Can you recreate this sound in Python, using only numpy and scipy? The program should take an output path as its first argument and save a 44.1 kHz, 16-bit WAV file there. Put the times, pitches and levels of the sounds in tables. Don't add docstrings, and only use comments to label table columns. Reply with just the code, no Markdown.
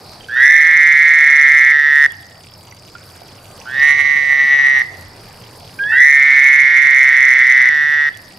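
import sys
import numpy as np
from scipy import signal
from scipy.io import wavfile
from scipy.ndimage import uniform_filter1d, map_coordinates

SR = 44100
rng = np.random.default_rng(int(sys.argv[2]) if len(sys.argv) > 2 else 0)


def pcm_store(signal):
    levels = np.round(np.clip(np.atleast_2d(signal), -1, 1) * 32767)
    wavfile.write(sys.argv[1], SR, levels.astype(np.int16).T)


N = 369558
TIME = np.arange(N) / SR

# (start [s], end [s], first pulse rate [1/s],
# full pulse rate before tiring [1/s], tiring share [0-1], filling time [s], empty sac pitch [Hz],
# full sac pitch [Hz], tautening time [s], sac sag [Hz/s], level [dB], soft start [dB], surge [dB], last push [dB])
TRILLS = [(.285, 1.725, 117, 150, 0.23, .129, 1554, 2131, 0.12, 20, -10.5, -20, 7.5, -0.5),
          (.358, 2.07, 130, 169, .228, .091, 1512, 1862, .072, -1, -10.5, -10.5, 8, 5.5),
          (3.655, 4.825, 123, 149, .172, 0.13, 1380, 2048, 0.09, 99, -12, -26, 3, -1.5),
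          (5.862, 7.7, 119.6, 145.8, .188, .117, 1724, 2178, 0.17, 78.5, -9.5, -18, 7, 1),
          (5.918, 8.1, 133, 170, .18, .074, 1435, 1866, 0.069, 0.5, -14, -11.5, 3, -0.5)]
# (frequency [Hz], width [Hz], relative level [dB])
PAIR_THROAT = [(922, 124, -30.5), (1015, 183, -27), (1344, 70, -25), (2510, 325, -22.5), (3510, 550, -20),
               (5710, 340, -26)]
LONE_THROAT = [(793, 106, -27), (1187, 200, -17.5), (2660, 700, -8.5), (4010, 370, -18.5), (5800, 280, -24)]
# (wall scatter [dB], yard tail [dB])
SURROUNDINGS = [(-18, -26.5), (-13, -22), (-11, -19)]
# (time [s], left minus right [dB], level [dB])
SWAY = [(.4, -3, 0), (2, -2.5, 0), (3.82, -3.5, -1), (3.91, -4, 2), (4, -4, 0.5), (4.17, -3, 0),
        (4.24, -3, -3), (4.45, -2.5, 0), (4.8, -3, .5), (5.8, -2.5, 0), (7.7, -2.7, 0), (8.1, -2, 0)]
# (start [s], end [s])
CRICKET_SPELLS = [(0, .2), (.4, 2.62), (2.78, 3.39), (3.53, 4.9), (5.03, 8.12), (8.2, 8.38)]
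# (time [s], peak [dB], pitch [Hz], 60 dB decay time [s])
DRIPS = [(.208, -32, 3140, .027), (.244, -32, 3100, .03), (2.106, -34, 3340, .05),
         (2.538, -30.5, 5247, .025), (2.711, -34, 5820, .02), (2.724, -30.5, 2020, 0.02),
         (2.952, -29.5, 1410, 0.057), (3.16, -36, 1670, .027), (3.218, -30, 714, .029),
         (3.601, -27, 5730, .011), (3.615, -32, 2700, .02), (3.797, -26, 4900, .015),
         (5.438, -37, 3180, 0.021), (5.79, -26, 2410, .017), (5.838, -24, 3230, .016),
         (8.14, -38, 3400, 0.066)]
# (time [s], click height [dB])
TICKS = [(2.121, -11.5), (3.842, -16.5), (4.003, -22), (4.321, -20), (4.697, -15), (4.794, -13),
         (5.011, -16), (8.173, -13.5)]
# (frequency [Hz], relative density [dB per Hz])
AIR_COLOUR = [(150, 2), (300, -3), (650, 0), (1000, -4.5), (2000, -11.5), (3500, -20), (4400, -8.5),
              (6000, -22), (8000, -21), (11000, -19.5), (15500, -35)]
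# (frequency [Hz], relative density [dB per Hz])
HUM_COLOUR = [(20, -18.5), (36, -13), (50, -18.5), (62, -34), (80, -10.5), (100, 0.5), (125, -13.5),
              (170, -14.5), (260, -40.5)]
# (frequency [Hz], left-right correlation [0-1])
LIKENESS = [(100, 1), (300, 0.97), (700, 0.74), (2000, 0.85), (5000, 0.75), (12000, .3)]
# (frequency [Hz], left minus right [dB])
BALANCE = [(100, 0), (600, -0.97), (3000, -1), (12000, -1)]
# (time [s], hum level [dB], air level [dB])
SWELL = [(0, -47, -44), (.6, -51, -47), (2.5, -50.5, -49.5), (3.6, -46, -44.5), (4.6, -49, -45),
         (5.1, -43, -44.5), (5.9, -46, -44.5), (6.15, -53, -47.5), (8.3, -50, -47.5)]

FILL_CURVE, TIRING_S, LET_GO_S, LET_GO_SLOWING = 1.4, 1.6, .06, .025
SOFT_START_FADE, SURGE_AT, SURGE_WIDTH = 0.64, 1.38, 0.81
LAST_PUSH_S = .1
RASP_UNEVEN_DB = 1.5
WHISTLE_START_S, WHISTLE_SPLITS_S, WHISTLE_FADES_S = 5.786, 5.92, 5.955
WHISTLE_HZ, WHISTLE_RISE_HZ_PER_S, WHISTLE_DB, HALF_TONE_DB = 1572, 1450, -16, -9.5
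WHISTLE_ATTACK_S, WHISTLE_SPLIT_S, WHISTLE_RELEASE_S = 0.017, .025, .036
CUTOFF_HZ = 15700


def toads():
    high_call, low_call, lone_call, high_again, low_again = TRILLS
    low_first = trill(low_call, PAIR_THROAT, swell_s=0.0024, slack_s=.22, slack_stretch=.65,
                      sharpness=3.3, second_db=-26.0, third_db=-36.5, rasp_db=-0.5,
                      slack_db=2.0, slack_rasp_db=-12, flutter_db=0.3)
    low_second = trill(low_again, PAIR_THROAT, swell_s=0.0021, slack_s=.24, slack_stretch=.7,
                       sharpness=3.23, second_db=-25, third_db=-34, rasp_db=3.0,
                       slack_db=3.0, slack_rasp_db=-12, flutter_db=0.43)
    high_first = trill(high_call, PAIR_THROAT, swell_s=0.0029, slack_s=0.15, slack_stretch=.2,
                       sharpness=2.7, second_db=-31.5, third_db=-36.5, rasp_db=-7,
                       slack_db=8.5, slack_rasp_db=11, flutter_db=0.34)
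    high_second = trill(high_again, PAIR_THROAT, swell_s=0.0028, slack_s=0.21, slack_stretch=0.42,
                        sharpness=2.9, second_db=-34, third_db=-36, rasp_db=-6,
                        slack_db=2.0, slack_rasp_db=-7.5, flutter_db=1.2)
    lone = trill(lone_call, LONE_THROAT, swell_s=0.0031, slack_s=0.15, slack_stretch=0,
                 sharpness=5.8, second_db=-27, third_db=-27, rasp_db=-4.0,
                 slack_db=7.5, slack_rasp_db=1.5, flutter_db=1.65)
    first_duet = low_first + high_first
    second_duet = low_second + high_second + whistle()
    chorus = among_stones(first_duet, *SURROUNDINGS[0], bounce_db=-30, bounce_s=0.00309)
    chorus += among_stones(second_duet, *SURROUNDINGS[1], bounce_db=-8.5, bounce_s=0.002683)
    chorus += among_stones(lone, *SURROUNDINGS[2], bounce_db=-6.5, bounce_s=0.002685)
    balance_db, sway_db = in_time(SWAY)
    return panned(chorus * from_db(sway_db), balance_db)


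def trill(call, throat, swell_s, slack_s, slack_stretch, sharpness, second_db, third_db, rasp_db,
          slack_db, slack_rasp_db, flutter_db):
    start, end = call[:2]
    rate, sac_hz, level_db = effort(call)
    sounding = (TIME >= start) & (TIME <= end)
    cycles = np.cumsum(rate[sounding]) / SR
    count = int(cycles[-1])
    jitter = .0065 * rng.standard_normal(count)
    shimmer_db = .8 * rng.standard_normal((count, 1))
    snaps = np.interp(np.arange(count) + jitter, cycles, TIME[sounding])[:, None]
    at = np.ceil(snaps * SR).astype(int) + np.arange(SR // 70)
    first = at[:, :1]
    age = np.maximum(at / SR - snaps, 0)

    slack = np.exp(-((snaps - start) / slack_s) ** 4)
    progress = age / (swell_s * (1 + slack_stretch * slack))
    shape = progress ** sharpness * np.exp(sharpness * (1 - progress))
    turn = 2 * np.pi * sac_hz[first] * age

    ratio = 2 - (1 - slack) * (.09 + .02 * rng.standard_normal((count, 1)))
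    second = from_db(second_db + slack_db * slack) * np.sin(ratio * turn)
    third = from_db(third_db) * (1 - slack) * np.sin(3 * turn)
    bursts = shape * np.sin(turn) + shape ** (4 - 3 * slack) * (second + third)

    rasp = 0
    for k, (hz, width, db) in enumerate(throat):
        strength = from_db(db + RASP_UNEVEN_DB * rng.standard_normal((count, 1)))
        decay = np.exp(-np.pi * width * age)
        rasp = rasp + (-1) ** k * strength * decay * np.sin(2 * np.pi * hz * age)
    pulses = bursts + from_db(rasp_db + slack_rasp_db * slack) * rasp

    power = rate[first] * np.sum(shape ** 2, axis=1, keepdims=True) / SR / 2
    flutter = flutter_db * drift(35)[first]
    gains = from_db(level_db[first] + shimmer_db + flutter) / np.sqrt(power)
    voice = np.bincount(at.ravel(), (pulses * gains).ravel(), N)[:N]
    return band(band(voice, 560, 7000), 480, 7500)


def effort(call):
    (start, end, first_rate, full_rate, tiring, fill_s, empty_hz, full_hz, taut_s, sag,
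     level_db, soft_db, surge_db, push_db) = call
    age = np.maximum(TIME - start, 0)
    left = np.maximum(end - TIME, 0)
    fill = age / fill_s
    rate = full_rate - (full_rate - first_rate) * np.exp(-fill ** FILL_CURVE)
    rate *= 1 - tiring * (1 - np.exp(-age / TIRING_S))
    rate *= 1 - LET_GO_SLOWING * np.exp(-left / LET_GO_S)
    pitch = full_hz - (full_hz - empty_hz) * np.exp(-age / taut_s) - sag * age
    soft_start = soft_db * np.exp(-fill / SOFT_START_FADE)
    surge = surge_db * np.exp(-((fill - SURGE_AT) / SURGE_WIDTH) ** 2)
    last_push = push_db * np.exp(-left / LAST_PUSH_S)
    return rate, pitch, level_db + soft_start + surge + last_push


def whistle():
    age = np.clip(TIME - WHISTLE_START_S, 0, 1)
    turn = 2 * np.pi * np.cumsum(WHISTLE_HZ + WHISTLE_RISE_HZ_PER_S * age) / SR
    split = (1 + np.tanh((TIME - WHISTLE_SPLITS_S) / WHISTLE_SPLIT_S)) / 2
    attack = 1 - np.exp(-age / WHISTLE_ATTACK_S)
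    release = (1 - np.tanh((TIME - WHISTLE_FADES_S) / WHISTLE_RELEASE_S)) / 2
    half_tones = np.sin(3 * turn / 2) + 0.4 * np.sin(turn / 2)
    tone = np.sin(turn) + from_db(-28) * np.sin(2 * turn) + from_db(HALF_TONE_DB) * split * half_tones
    return np.sqrt(2) * from_db(WHISTLE_DB) * attack * release * tone


def among_stones(voice, scatter_db, yard_db, bounce_db, bounce_s):
    bounce = np.array([np.interp(TIME - bounce_s - .00005 * drift(2.2), TIME, voice) for _ in range(2)])
    wall = echoes(voice, t60=0.23, delay=0.0039)
    yard = echoes(voice, t60=0.77, delay=0.06)
    return voice + from_db(bounce_db) * bounce + from_db(scatter_db) * wall + from_db(yard_db) * yard


def crickets():
    spells = sum(1. * ((TIME > start) & (TIME < end)) for start, end in CRICKET_SPELLS)
    singing = uniform_filter1d(spells, size=400)
    near = singing * cricket(hz=5220, rate=26, level_db=-54, sag=.03, rough=.009)
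    far = cricket(hz=4665, rate=33, level_db=-54.5, sag=.015, rough=.009)
    return near + far + from_db(-3) * echoes(near + far, t60=.1, delay=.004)


def cricket(hz, rate, level_db, sag, rough):
    stroke = (rate * TIME + .1 * drift(2.7)) % 1
    pitch = hz * (1 - sag * (stroke - .5) + rough * drift(300))
    song = np.sin(np.pi * stroke) ** 2 * np.sin(2 * np.pi * np.cumsum(pitch) / SR)
    return from_db(level_db) * rms_one(song)


def water():
    drips, clicks = np.zeros(N), np.zeros(N)
    for s, db, hz, t60 in DRIPS:
        drips += ring(from_db(db) * (np.arange(N) == round(s * SR)), hz, t60)
    for s, db in TICKS:
        clicks[round(s * SR)] = from_db(db)
    ticks = band(clicks, 5200, 12000)
    sizes_db = -38 + 1.9 * np.minimum(rng.exponential(1, N), 3.5)
    sizes = from_db(sizes_db) * rng.choice([-1, 1], N)
    patter = (rng.random(N) < 260 / SR) * sizes
    dealt = rng.integers(0, 14, N)
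    pitches = np.geomspace(2600, 13000, 14)
    plinks = sum(ring(patter * (dealt == k), hz, 13 / hz) for k, hz in enumerate(pitches))
    wet = drips + ticks + plinks
    return panned(wet + from_db(-4) * echoes(wet, t60=0.014, delay=0.00033), -3.5)


def background():
    hum_db, air_db = in_time(SWELL)
    air = coloured_noise(AIR_COLOUR, patchy_db=2.5)
    air /= np.sqrt(np.mean(band(air, 200, 650) ** 2))
    hum = rms_one(coloured_noise(HUM_COLOUR, patchy_db=1.0))
    return from_db(air_db - 1.5) * air + from_db(hum_db + 0.84) * hum


def coloured_noise(spectrum, patchy_db):
    edges = np.geomspace(20, 16000, 30)
    white = rng.standard_normal((2, 2, N))
    out = 0
    for k, (low, high) in enumerate(zip(edges, edges[1:])):
        hz = np.sqrt(low * high)
        flicker = drift(13)
        if high < spectrum[0][0] or low > spectrum[-1][0]:
            continue
        mid, side = band(white[k % 2], low, high)
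        alike = np.clip(at_hz(LIKENESS, hz), 0, 1)
        pair = np.sqrt(1 + alike) * mid + np.sqrt(1 - alike) * side * [[1], [-1]]
        level = from_db(at_hz(spectrum, hz) + patchy_db * flicker)
        out = out + panned(pair, at_hz(BALANCE, hz)) * level
    return out


def echoes(x, t60, delay):
    age = np.arange(SR) / SR
    tail = rng.standard_normal((2, SR)) * from_db(-60 * age / t60) * (age > delay)
    tail /= np.sqrt(np.sum(tail ** 2, axis=1, keepdims=True))
    return signal.fftconvolve(x[None], tail, axes=1)[:, :N]


def ring(clicks, hz, t60):
    r = from_db(-60 / (t60 * SR))
    w = 2 * np.pi * hz / SR
    return signal.lfilter([0, np.sin(w)], [1, -2 * r * np.cos(w), r * r], clicks + 1e-18)


def drift(rate):
    knots = rng.standard_normal(N // 40)
    return map_coordinates(knots, [TIME * rate], order=2, mode="wrap")


def band(x, low_hz, high_hz):
    sos = signal.butter(2, [low_hz, min(high_hz, SR / 2 - 100)], "band", fs=SR, output="sos")
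    return signal.sosfilt(sos, x + 1e-18)


def panned(x, balance_db):
    return x * from_db(np.array([[.5], [-.5]]) * balance_db)


def in_time(rows):
    s, *columns = np.transpose(rows)
    return [np.interp(TIME, s, c) for c in columns]


def at_hz(points, hz):
    table_hz, values = np.transpose(points)
    return np.interp(np.log(hz), np.log(table_hz), values)


def from_db(db):
    return 10 ** (np.asarray(db) / 20)


def rms_one(x):
    return x / np.sqrt(np.mean(x ** 2) + 1e-20)


def scene():
    return toads() + crickets() + water() + background()


def record(dry):
    threshold_db, release_db_per_s, attack_s = .6, 500, .0009
    peak_db = 20 * np.log10(np.abs(dry).max(axis=0) + 1e-9)
    over_db = np.maximum(peak_db - threshold_db, 0)
    fall_db = release_db_per_s * TIME
    held_db = np.maximum.accumulate(over_db + fall_db) - fall_db
    keep = np.exp(-1 / (attack_s * SR))
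    duck_db = signal.lfilter([1 - keep], [1, -keep], held_db)
    clipped = np.clip(dry * from_db(-duck_db), -1, 1)
    return signal.sosfilt(signal.cheby2(16, 70, CUTOFF_HZ + 700, fs=SR, output="sos"), clipped)


dry = scene()
out = record(dry)
pcm_store(out)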